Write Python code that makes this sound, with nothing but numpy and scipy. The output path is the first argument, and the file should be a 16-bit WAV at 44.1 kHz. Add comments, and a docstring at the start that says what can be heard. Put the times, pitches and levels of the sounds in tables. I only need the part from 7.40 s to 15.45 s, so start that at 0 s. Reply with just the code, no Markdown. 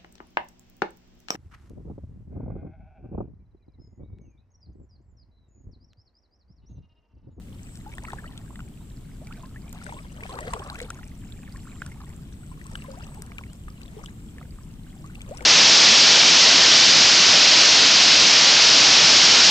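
"""Gathering a net in a pond

Close by, someone wades in a still pond and gathers a wet fishing net by hand: drops smack the surface,
bubbles ring and gurgle round the legs, and the taut mesh ticks. On the bank two insects chirp and a far
bird whistles, over a steady low rumble and the hiss of open air. The water is nearer the left port of
the stereo microphone, and that port has a small cavity resonance."""
import sys
import numpy as np
from scipy import signal
from scipy.fft import rfft, irfft, next_fast_len
from scipy.io import wavfile
from scipy.ndimage import uniform_filter1d, map_coordinates

SR = 44100
rng = np.random.default_rng(int(sys.argv[2]) if len(sys.argv) > 2 else 0)


def inscribe(sig):
    """Save sig as 16-bit PCM at rate SR to the path in sys.argv[1].

    A 1-D sig is mono; a 2-D sig holds one channel per row.
    Samples are clipped to [-1, 1] before scaling.
    """
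    pcm = np.round(np.clip(np.atleast_2d(sig).T, -1, 1) * 32767)
    wavfile.write(sys.argv[1], SR, pcm.astype(np.int16))


N = 355049

# Drops off the net: (time [s], pitch [Hz], level [dB], upper mode relative to that level [dB])
DROPS = [(.355, 5160, -39, -30), (.518, 2130, -36, -30), (.537, 2270, -30, -30), (.582, 1680, -24, -9),
         (.651, 2250, -28, -30), (.704, 1680, -24.5, -30), (.732, 845, -17.5, -8), (0.977, 3360, -29, -30),
         (1.157, 1820, -36, -1.5), (1.192, 1400, -29.5, -30), (1.204, 1380, -31, -5),
         (1.925, 2550, -32.5, -32), (2.33, 1290, -41, -8), (2.424, 1840, -32, -30),
         (2.465, 1480, -20.5, -32), (2.492, 747, -24, -15), (2.807, 1870, -26.5, -32),
         (2.835, 2250, -21, -30), (2.854, 690, -22.5, -20), (2.863, 1670, -28, -6), (2.909, 3000, -33, -30),
         (2.954, 4300, -33, -30), (2.988, 990, -16, -5), (3.08, 1960, -23.5, -30), (3.104, 4350, -36, -30),
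         (3.135, 950, -11.5, -7.5), (3.137, 2570, -21.5, -14), (3.195, 2950, -28, -30),
         (3.3, 3880, -24, -30), (3.356, 2660, -23, -30), (3.385, 2020, -32, -11), (3.402, 2030, -21, -6),
         (3.504, 1410, -19, -14), (3.631, 1770, -35, -30), (4.077, 1730, -36.5, -30),
         (4.16, 1730, -31.5, -30), (4.419, 1520, -19, -19), (5.214, 1880, -28.5, -30),
         (5.354, 1535, -20, -2.5), (5.421, 2460, -30.5, -30), (5.607, 1290, -30.5, -30),
         (5.918, 1230, -33.5, -4), (5.983, 2390, -19, -37), (5.989, 1310, -28.5, -30),
         (6.01, 920, -30, -30), (6.037, 2080, -31.5, -30), (6.283, 1750, -30, -34), (6.416, 2590, -33, -30),
         (6.432, 3970, -35, -30), (6.459, 3850, -38, -30), (6.48, 3330, -38, -30), (6.638, 1180, -28, -30),
         (6.66, 3090, -26, -30), (6.983, 1800, -31.5, -30), (7.013, 1160, -35.5, -30),
         (7.028, 2040, -35, -32), (7.186, 1110, -37, -30), (7.754, 2600, -29, -30), (7.807, 2200, -30, -30),
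         (7.817, 3410, -29, -9), (7.972, 5280, -28, -30), (7.983, 2700, -31, -30), (8.007, 2000, -25, -30),
         (8.026, 1310, -32, -6)]
# Ringing bubbles: (time [s], pitch [Hz], level [dB], t60 [ms], rise per quarter of t60 [share of pitch])
BUBBLES = [(0.463, 818, -34.5, 125, 0.093), (.64, 896, -35, 56, 0.28), (.674, 1920, -39, 185, 0),
           (0.683, 1310, -29.5, 38, 0.043), (.785, 1715, -30, 52, 0.022), (.842, 1260, -32.5, 31, .05),
           (.856, 1860, -36, 56, .06), (1.105, 860, -38, 24, 0.32), (1.815, 572, -42, 87, 0.22),
           (1.908, 1216, -41, 86, 0.4), (2.033, 1023, -36.5, 95, 0.033), (2.16, 1760, -36.5, 56, 0.13),
           (2.523, 870, -24, 29, .05), (2.565, 1017, -37, 115, 0.15), (2.893, 1016, -34, 140, .16),
           (2.936, 816, -31, 45, 1), (2.964, 367, -35, 97, .1), (3.074, 495, -25, 58, 0),
           (3.15, 403, -28.5, 110, 0.26), (3.162, 1116, -29, 58, 0.19), (3.219, 1022, -37.5, 130, 0.22),
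           (3.297, 1020, -37, 47, 0.44), (3.326, 980, -35, 69, 0.58), (3.346, 1310, -35.5, 99, .33),
           (3.414, 468, -25.5, 85, 0.076), (4.147, 1067, -43, 58, .03), (4.271, 1140, -40.5, 54, 0.6),
           (4.462, 1330, -35, 32, 0.23), (4.517, 2110, -40, 46, 0.019), (4.637, 1096, -40, 29, 0.00047),
           (5.115, 985, -38, 58, .06), (5.255, 980, -38, 56, .3), (5.445, 1040, -36.5, 67, 0),
           (5.483, 532, -31.5, 210, 0), (5.536, 870, -38.5, 86, 0.68), (5.572, 662, -36.5, 113, 0.28),
           (5.772, 836, -38, 97, 0.023), (5.79, 380, -37.5, 80, 0.18), (6.281, 1224, -35, 31, 0.016),
           (6.565, 410, -32, 140, .15), (6.591, 1165, -42, 59, .03), (7.642, 1103, -37.5, 87, 0.13),
           (7.698, 1270, -39, 37, 0.35), (7.91, 507, -25.5, 120, .54), (8.008, 496, -36, 250, 0.008)]
# Stir of the water: (time [s], relative gurgle [dB], relative spray [dB], delay at the right port [ms])
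STIR = [(0, -64, -76.5, 0.22), (.45, -64, -67.5, .16), (.72, -53, -61, .15), (.95, -57, -74.5, .13),
        (1.3, -68, -88, 0.085), (1.7, -68.5, -77, 0.035), (1.95, -58.5, -69, 0.053),
        (2.2, -69, -74.5, 0.033), (2.48, -50, -59, 0.26), (2.68, -57, -66.5, 0.27),
        (2.88, -46.5, -58.5, .24), (3.15, -39.5, -60, 0.22), (3.35, -46, -60.5, .18),
        (3.52, -55, -61.5, 0.11), (3.75, -69.5, -72, 0.094), (4.4, -61.5, -66.5, 0.044),
        (5.05, -68.5, -75, .2), (5.4, -53.5, -61.5, .24), (5.95, -60.5, -72, 0.16), (6.2, -68, -76, 0.21),
        (6.62, -58.5, -64, 0.25), (6.85, -65, -75, 0.22), (7, -58, -77, 0.074), (7.2, -66, -77, .08),
        (7.7, -66, -70, .17), (8.05, -43, -64, 0.28)]
# Wash of merged bubbles: (frequency [Hz], relative level [dB])
WASH_SPECTRUM = [(300, -41), (600, -9.5), (1500, -5), (4000, -7), (10000, -14), (16000, -46)]
# Ticks of the mesh: (time [s], peak of the body [dB], added top above 10 kHz relative to the body [dB])
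MESH_TICKS = [(0.3562, -35.5, -26), (0.373, -39, -26), (0.636, -35.5, -26), (0.7005, -35.5, -26),
              (0.9765, -35.5, -26), (1.2864, -45, -26), (1.609, -48, -26), (1.8708, -38, -26),
              (2.328, -32, 0), (2.437, -36, -26), (3.0068, -32, -23), (3.1354, -26, -35), (3.275, -37, -24),
              (3.3452, -30.5, -26), (3.3904, -32, -20), (3.416, -30.5, -26), (3.503, -23.5, -30),
              (4.1705, -40, -26), (4.463, -32, -26), (4.693, -38.5, -22), (5.267, -35.5, -30),
              (5.315, -39.5, -24), (5.44, -40.5, 5), (5.746, -36, -3), (5.8209, -27.5, -5),
              (5.8634, -40.5, -24), (6.132, -37.5, -30), (6.4164, -40, -26), (6.645, -39, -23),
              (6.659, -36, -24), (7.662, -41, -26), (7.7494, -41, -24), (7.818, -36, -20),
              (7.9103, -41.5, -24), (7.9771, -33, -24), (8.023, -35, -20)]
# Body of a tick: (frequency [Hz], relative level [dB])
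TICK_SPECTRUM = [(500, -11), (1500, 5), (3000, -0.5), (6000, 4), (9500, 3), (10500, -14.5)]
# Two insects off to the right: (pitch [Hz], chirp length [s], left minus right [dB])
INSECTS = [(7430, 0.3, -7), (8010, 0.21, -6.5)]
LOWER, HIGHER = 0, 1
# Their chirps: (end time [s], rms level [dB], insect [LOWER or HIGHER])
CHIRPS = [(.455, -67, LOWER), (.86, -73, LOWER), (1.278, -67, LOWER), (1.6, -71, LOWER), (1.98, -75, LOWER),
          (2.35, -72, LOWER), (4.06, -65, LOWER), (4.43, -62, LOWER), (4.849, -70, LOWER),
          (6.253, -73, LOWER), (6.572, -73, LOWER), (6.93, -69.5, LOWER), (7.3, -73, LOWER),
          (7.715, -72, LOWER), (8.054, -73, LOWER), (.388, -64, HIGHER), (.72, -67, HIGHER),
          (.894, -70, HIGHER), (1.202, -71.5, HIGHER), (1.504, -76, HIGHER), (1.86, -76, HIGHER),
          (2.633, -65.5, HIGHER), (2.96, -69, HIGHER), (3.26, -67, HIGHER), (5.131, -65.5, HIGHER),
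          (5.424, -65.5, HIGHER), (5.805, -64.5, HIGHER), (6.924, -73, HIGHER), (7.235, -73, HIGHER)]
# The far bird: (time [s], length [s], first pitch [Hz], last pitch [Hz], peak level [dB])
WHISTLES = [(1.4, 0.037, 3600, 4400, -65), (1.61, .06, 3240, 5020, -70), (1.72, 0.044, 5100, 4300, -66),
            (5.927, .035, 3600, 2500, -63), (6.07, 0.071, 2750, 3530, -61), (6.288, .03, 3500, 2600, -67),
            (6.35, 0.038, 3000, 2600, -65)]
# Low rumble of the place: (frequency [Hz], relative level [dB])
RUMBLE_SPECTRUM = [(12, -34), (20, -2.5), (45, 2.5), (90, -3), (151, -3), (222, -6.5), (250, -9),
                   (350, -18.5), (445, -23.5), (500, -32), (800, -40), (1300, -120)]
# How alike the rumble is at the two ports: (frequency [Hz], correlation [ratio])
RUMBLE_LIKENESS = [(60, 0.93), (130, 0.99), (290, 0.93), (600, 0.18)]
# Hiss of open air: (frequency [Hz], relative level [dB])
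AIR_SPECTRUM = [(200, -19), (500, -1.5), (1000, -4.5), (2000, -8.5), (3000, -6), (5000, -13), (7000, -12.5),
                (11000, -14.5), (16000, -14.5)]


def amp(db):
    """Decibels to gain."""
    return 10 ** (np.asarray(db) / 20)


def unit(x):
    """Scales to rms 1."""
    return x / np.sqrt(np.mean(x ** 2) + 1e-20)


def along(points, hz):
    """Reads (frequency [Hz], value) points on a log frequency axis."""
    freqs, values = np.transpose(points)
    return np.interp(np.log(hz + 1), np.log(freqs + 1), values)


def filtered(x, response):
    """Applies a complex frequency response."""
    size = next_fast_len(N + 8192)
    return irfft(rfft(x, size) * response(np.fft.rfftfreq(size, 1 / SR)), size)[..., :N]


def stereo_noise(spectrum, likeness, patchy_db):
    """Noise of rms 1 with a set left-right likeness and patches of random gain in time and pitch."""
    bins = signal.stft(rng.standard_normal((2, N)), nperseg=512)[2]
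    patches = uniform_filter1d(rng.standard_normal(bins.shape[1:]), size=6, axis=0)
    patches = uniform_filter1d(patches, size=12, axis=1)
    pair = signal.istft(bins * amp(patchy_db * unit(patches)), nperseg=512)[1][:, :N]
    width = lambda hz: np.arccos(np.clip(along(likeness, hz), -1, 1)) / 2
    response = lambda hz: amp(along(spectrum, hz)) * [np.cos(width(hz)), np.sin(width(hz))]
    mid, side = filtered(pair, response)
    return unit(np.array([mid + side, mid - side]))


def scatter(start, grains):
    """Sums rows of samples into one track at their start times."""
    at = np.round(start * SR).astype(int)[:, None] + np.arange(grains.shape[1])
    return np.bincount(np.clip(at, 0, N).ravel(), grains.ravel(), N + 1)[:N]


def at_microphone(start, grains):
    """The further left the water, the later and softer its sound reaches the right port."""
    times, _, _, delay_ms = np.transpose(STIR)
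    jitter = rng.standard_normal((len(start), 2))
    lag_ms = np.interp(start, times, delay_ms) + 0.05 * jitter[:, 0]
    right = amp(2.0 - 23.1 * lag_ms + 1.87 * jitter[:, 1])[:, None] * grains
    return np.array([scatter(start, grains), scatter(start + lag_ms / 1000, right)])


def plops(start, hz, db, t60, rise, rough, samples):
    """Damped sines that climb in pitch as a bubble nears the surface and waver as it deforms."""
    t = np.arange(samples) / SR
    hz, db, t60, rise = [np.asarray(v)[:, None] for v in (hz, db, t60, rise)]
    climb = 1 + rise * np.minimum(4 * t / t60, 4)
    waver = rough * np.sqrt(hz / SR) * np.cumsum(rng.standard_normal((len(start), samples)), axis=1)
    phase = 2 * np.pi * np.cumsum(hz * climb, axis=1) / SR + waver
    envelope = amp(db - 60 * t / t60) * (1 - np.exp(-t * hz / 0.82))
    return at_microphone(start, envelope * np.sin(phase))


def swarm(level_db, hz, spread, cycles, spiky_db, count, samples):
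    """Small bubbles at random moments, louder in clumps; level_db has one value per row of STIR."""
    moment, rarity, lift = rng.random((count, 3)).T
    pitch_draw, life_draw = rng.standard_normal((count, 2)).T
    start = moment * N / SR
    pitch = np.clip(hz * np.exp(spread * pitch_draw), 350, 15000)
    clumps_db = 2.2 * map_coordinates(rng.standard_normal(200), [start * 20])
    db = np.interp(start, np.transpose(STIR)[0], level_db) + clumps_db - spiky_db * np.log(rarity + 0.03)
    t60 = cycles * np.exp(0.5 * life_draw) / pitch
    return plops(start, pitch, db, t60, rise=0.3 * lift ** 3, rough=0.36, samples=samples)


def drops():
    """Each drop hits the pond as a short ragged splat with an upper mode; low ones last longer."""
    start, hz, db, upper_db = np.transpose(DROPS)
    upper_ratio, t60_at_1khz = 1.843, 0.0177
    start, hz, db = np.tile(start, 2), np.append(hz, upper_ratio * hz), np.append(db, db + upper_db)
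    t60 = t60_at_1khz * (1000 / hz) ** 0.33
    return plops(start, hz, db, t60, rise=np.full(len(start), 0.055), rough=0.68, samples=1500)


def bubbles():
    """Single bubbles stand out of the water; the longer they last, the clearer they ring."""
    start, hz, db, t60_ms, rise = np.transpose(BUBBLES)
    return plops(start, hz, db, t60_ms / 1000, rise, rough=0.2 + 6 / t60_ms[:, None], samples=4600)


def stirred_water():
    """Gurgle round the legs, trickle and fine spray off the mesh, stray drips and fizz throughout."""
    _, gurgle_db, spray_db, _ = np.transpose(STIR)
    steady_db = np.full(len(STIR), -52)
    gurgle = swarm(gurgle_db + 5, hz=850, spread=0.458, cycles=24.6, spiky_db=2.4,
                   count=2400, samples=1100)
    trickle = swarm(spray_db + 13, hz=2342, spread=0.4455, cycles=36.5, spiky_db=4.5,
                    count=2000, samples=450)
    spray = swarm(spray_db + 16, hz=6730, spread=0.625, cycles=7.1, spiky_db=3.3, count=3500, samples=100)
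    drips = swarm(steady_db, hz=3460, spread=0.5, cycles=16.2, spiky_db=4.5, count=300, samples=400)
    fizz = swarm(spray_db / 2 - 13, hz=7020, spread=0.29, cycles=16.3, spiky_db=4, count=400, samples=200)
    return gurgle + trickle + spray + drips + fizz


def wash():
    """Bubbles merge into a surging wash: its low part follows the legs, the rest the mesh."""
    times, gurgle_db, spray_db, _ = np.transpose(STIR)
    t = np.arange(N) / SR
    noise = stereo_noise(WASH_SPECTRUM, likeness=[(500, 0.8), (1500, 0.2)], patchy_db=3)
    surging = noise * amp(2.7 * map_coordinates(rng.standard_normal(100), [t * 9]))
    churn = filtered(surging, lambda hz: 1 / (1 + (hz / 1600) ** 4))
    legs, mesh = amp(np.interp(t, times, gurgle_db - 4.5)), amp(np.interp(t, times, spray_db))
    return legs * churn + mesh * (surging - churn)


def mesh_ticks():
    """The taut mesh ticks: tiny bursts of noise, each with its own amount of top end."""
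    start, db, top_db = np.transpose(MESH_TICKS)
    t, hz = np.arange(512) / SR, np.fft.rfftfreq(512, 1 / SR)
    lead, t60 = 64 / SR, 0.011  # the lead leaves room for the filters to ring ahead of the tick
    envelope = (t >= lead) * amp(-60 * (t - lead) / t60)
    burst = rfft(envelope * rng.standard_normal((len(start), len(t))))
    unit_peak = lambda x: x / np.abs(x).max(axis=1, keepdims=True)
    body = unit_peak(irfft(burst * amp(along(TICK_SPECTRUM, hz))))
    top = unit_peak(irfft(burst * (hz > 10000)))
    return at_microphone(start - lead, amp(db)[:, None] * body + amp(db + top_db)[:, None] * top)


def insects():
    """On the bank, each chirp is a train of wing strokes that swells and stops short."""
    out = np.zeros((2, N + SR))
    for end, db, insect in CHIRPS:
        hz, length, pan_db = INSECTS[insect]
        start, t = end - length, np.arange(round(length * SR)) / SR
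        stroke_hz = 169 * rng.normal(1, 0.02)
        strokes = (0.5 - 0.5 * np.cos(2 * np.pi * stroke_hz * t)) ** 1.4
        swell = amp(-9 * (1 - t / t[-1]) ** 2.5) * np.minimum(1, (t[-1] - t) / 0.006)
        blur = 0.118 * np.cumsum(rng.standard_normal((2, len(t))), axis=1)  # from reeds and echoes
        wing = np.sin(2 * np.pi * hz * t + blur)
        gains = amp(db + np.array([[0.5], [-0.5]]) * pan_db)
        out[:, round(start * SR):][:, :len(t)] += gains * unit(swell * strokes * wing)
    return out[:, :N]


def far_bird():
    """Faint whistles from far off, dead centre, each gliding faster toward its end."""
    out = np.zeros(N)
    for start, length, from_hz, to_hz, db in WHISTLES:
        progress = np.arange(round(length * SR)) / (length * SR)
        hz = from_hz + (to_hz - from_hz) * progress ** 1.9
        envelope = amp(db) * np.sqrt(np.sin(np.pi * progress))
        out[round(start * SR):][:len(hz)] += envelope * np.sin(2 * np.pi * np.cumsum(hz) / SR)
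    return out


def background():
    """The bed of the place: a steady low rumble, near mono, and the wide, even hiss of open air."""
    rumble = stereo_noise(RUMBLE_SPECTRUM, RUMBLE_LIKENESS, patchy_db=0.28)
    air = stereo_noise(AIR_SPECTRUM, likeness=[(400, 0.085), (1200, 0.014)], patchy_db=0.4)
    return amp([[-40], [-41]]) * rumble + amp(-60) * air


def scene():
    """Water and net up close, the bank and the open air behind."""
    close = drops() + bubbles() + stirred_water() + wash() + mesh_ticks()
    return close + insects() + far_bird() + background()


def record(dry):
    """The microphone: the left port's cavity lifts a band; both sides get a band limit and DC offset."""
    cavity_hz, width_hz, limit_hz, offset = 8100, 900, 15600, -0.001
    cavity = lambda hz: 1 + amp(7) * 1j * hz * width_hz / (cavity_hz ** 2 - hz ** 2 + 1j * hz * width_hz)
    ported = np.array([filtered(dry[0], cavity), dry[1]])
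    return filtered(ported, lambda hz: hz < limit_hz) + offset


dry = scene()
out = record(dry)
inscribe(out)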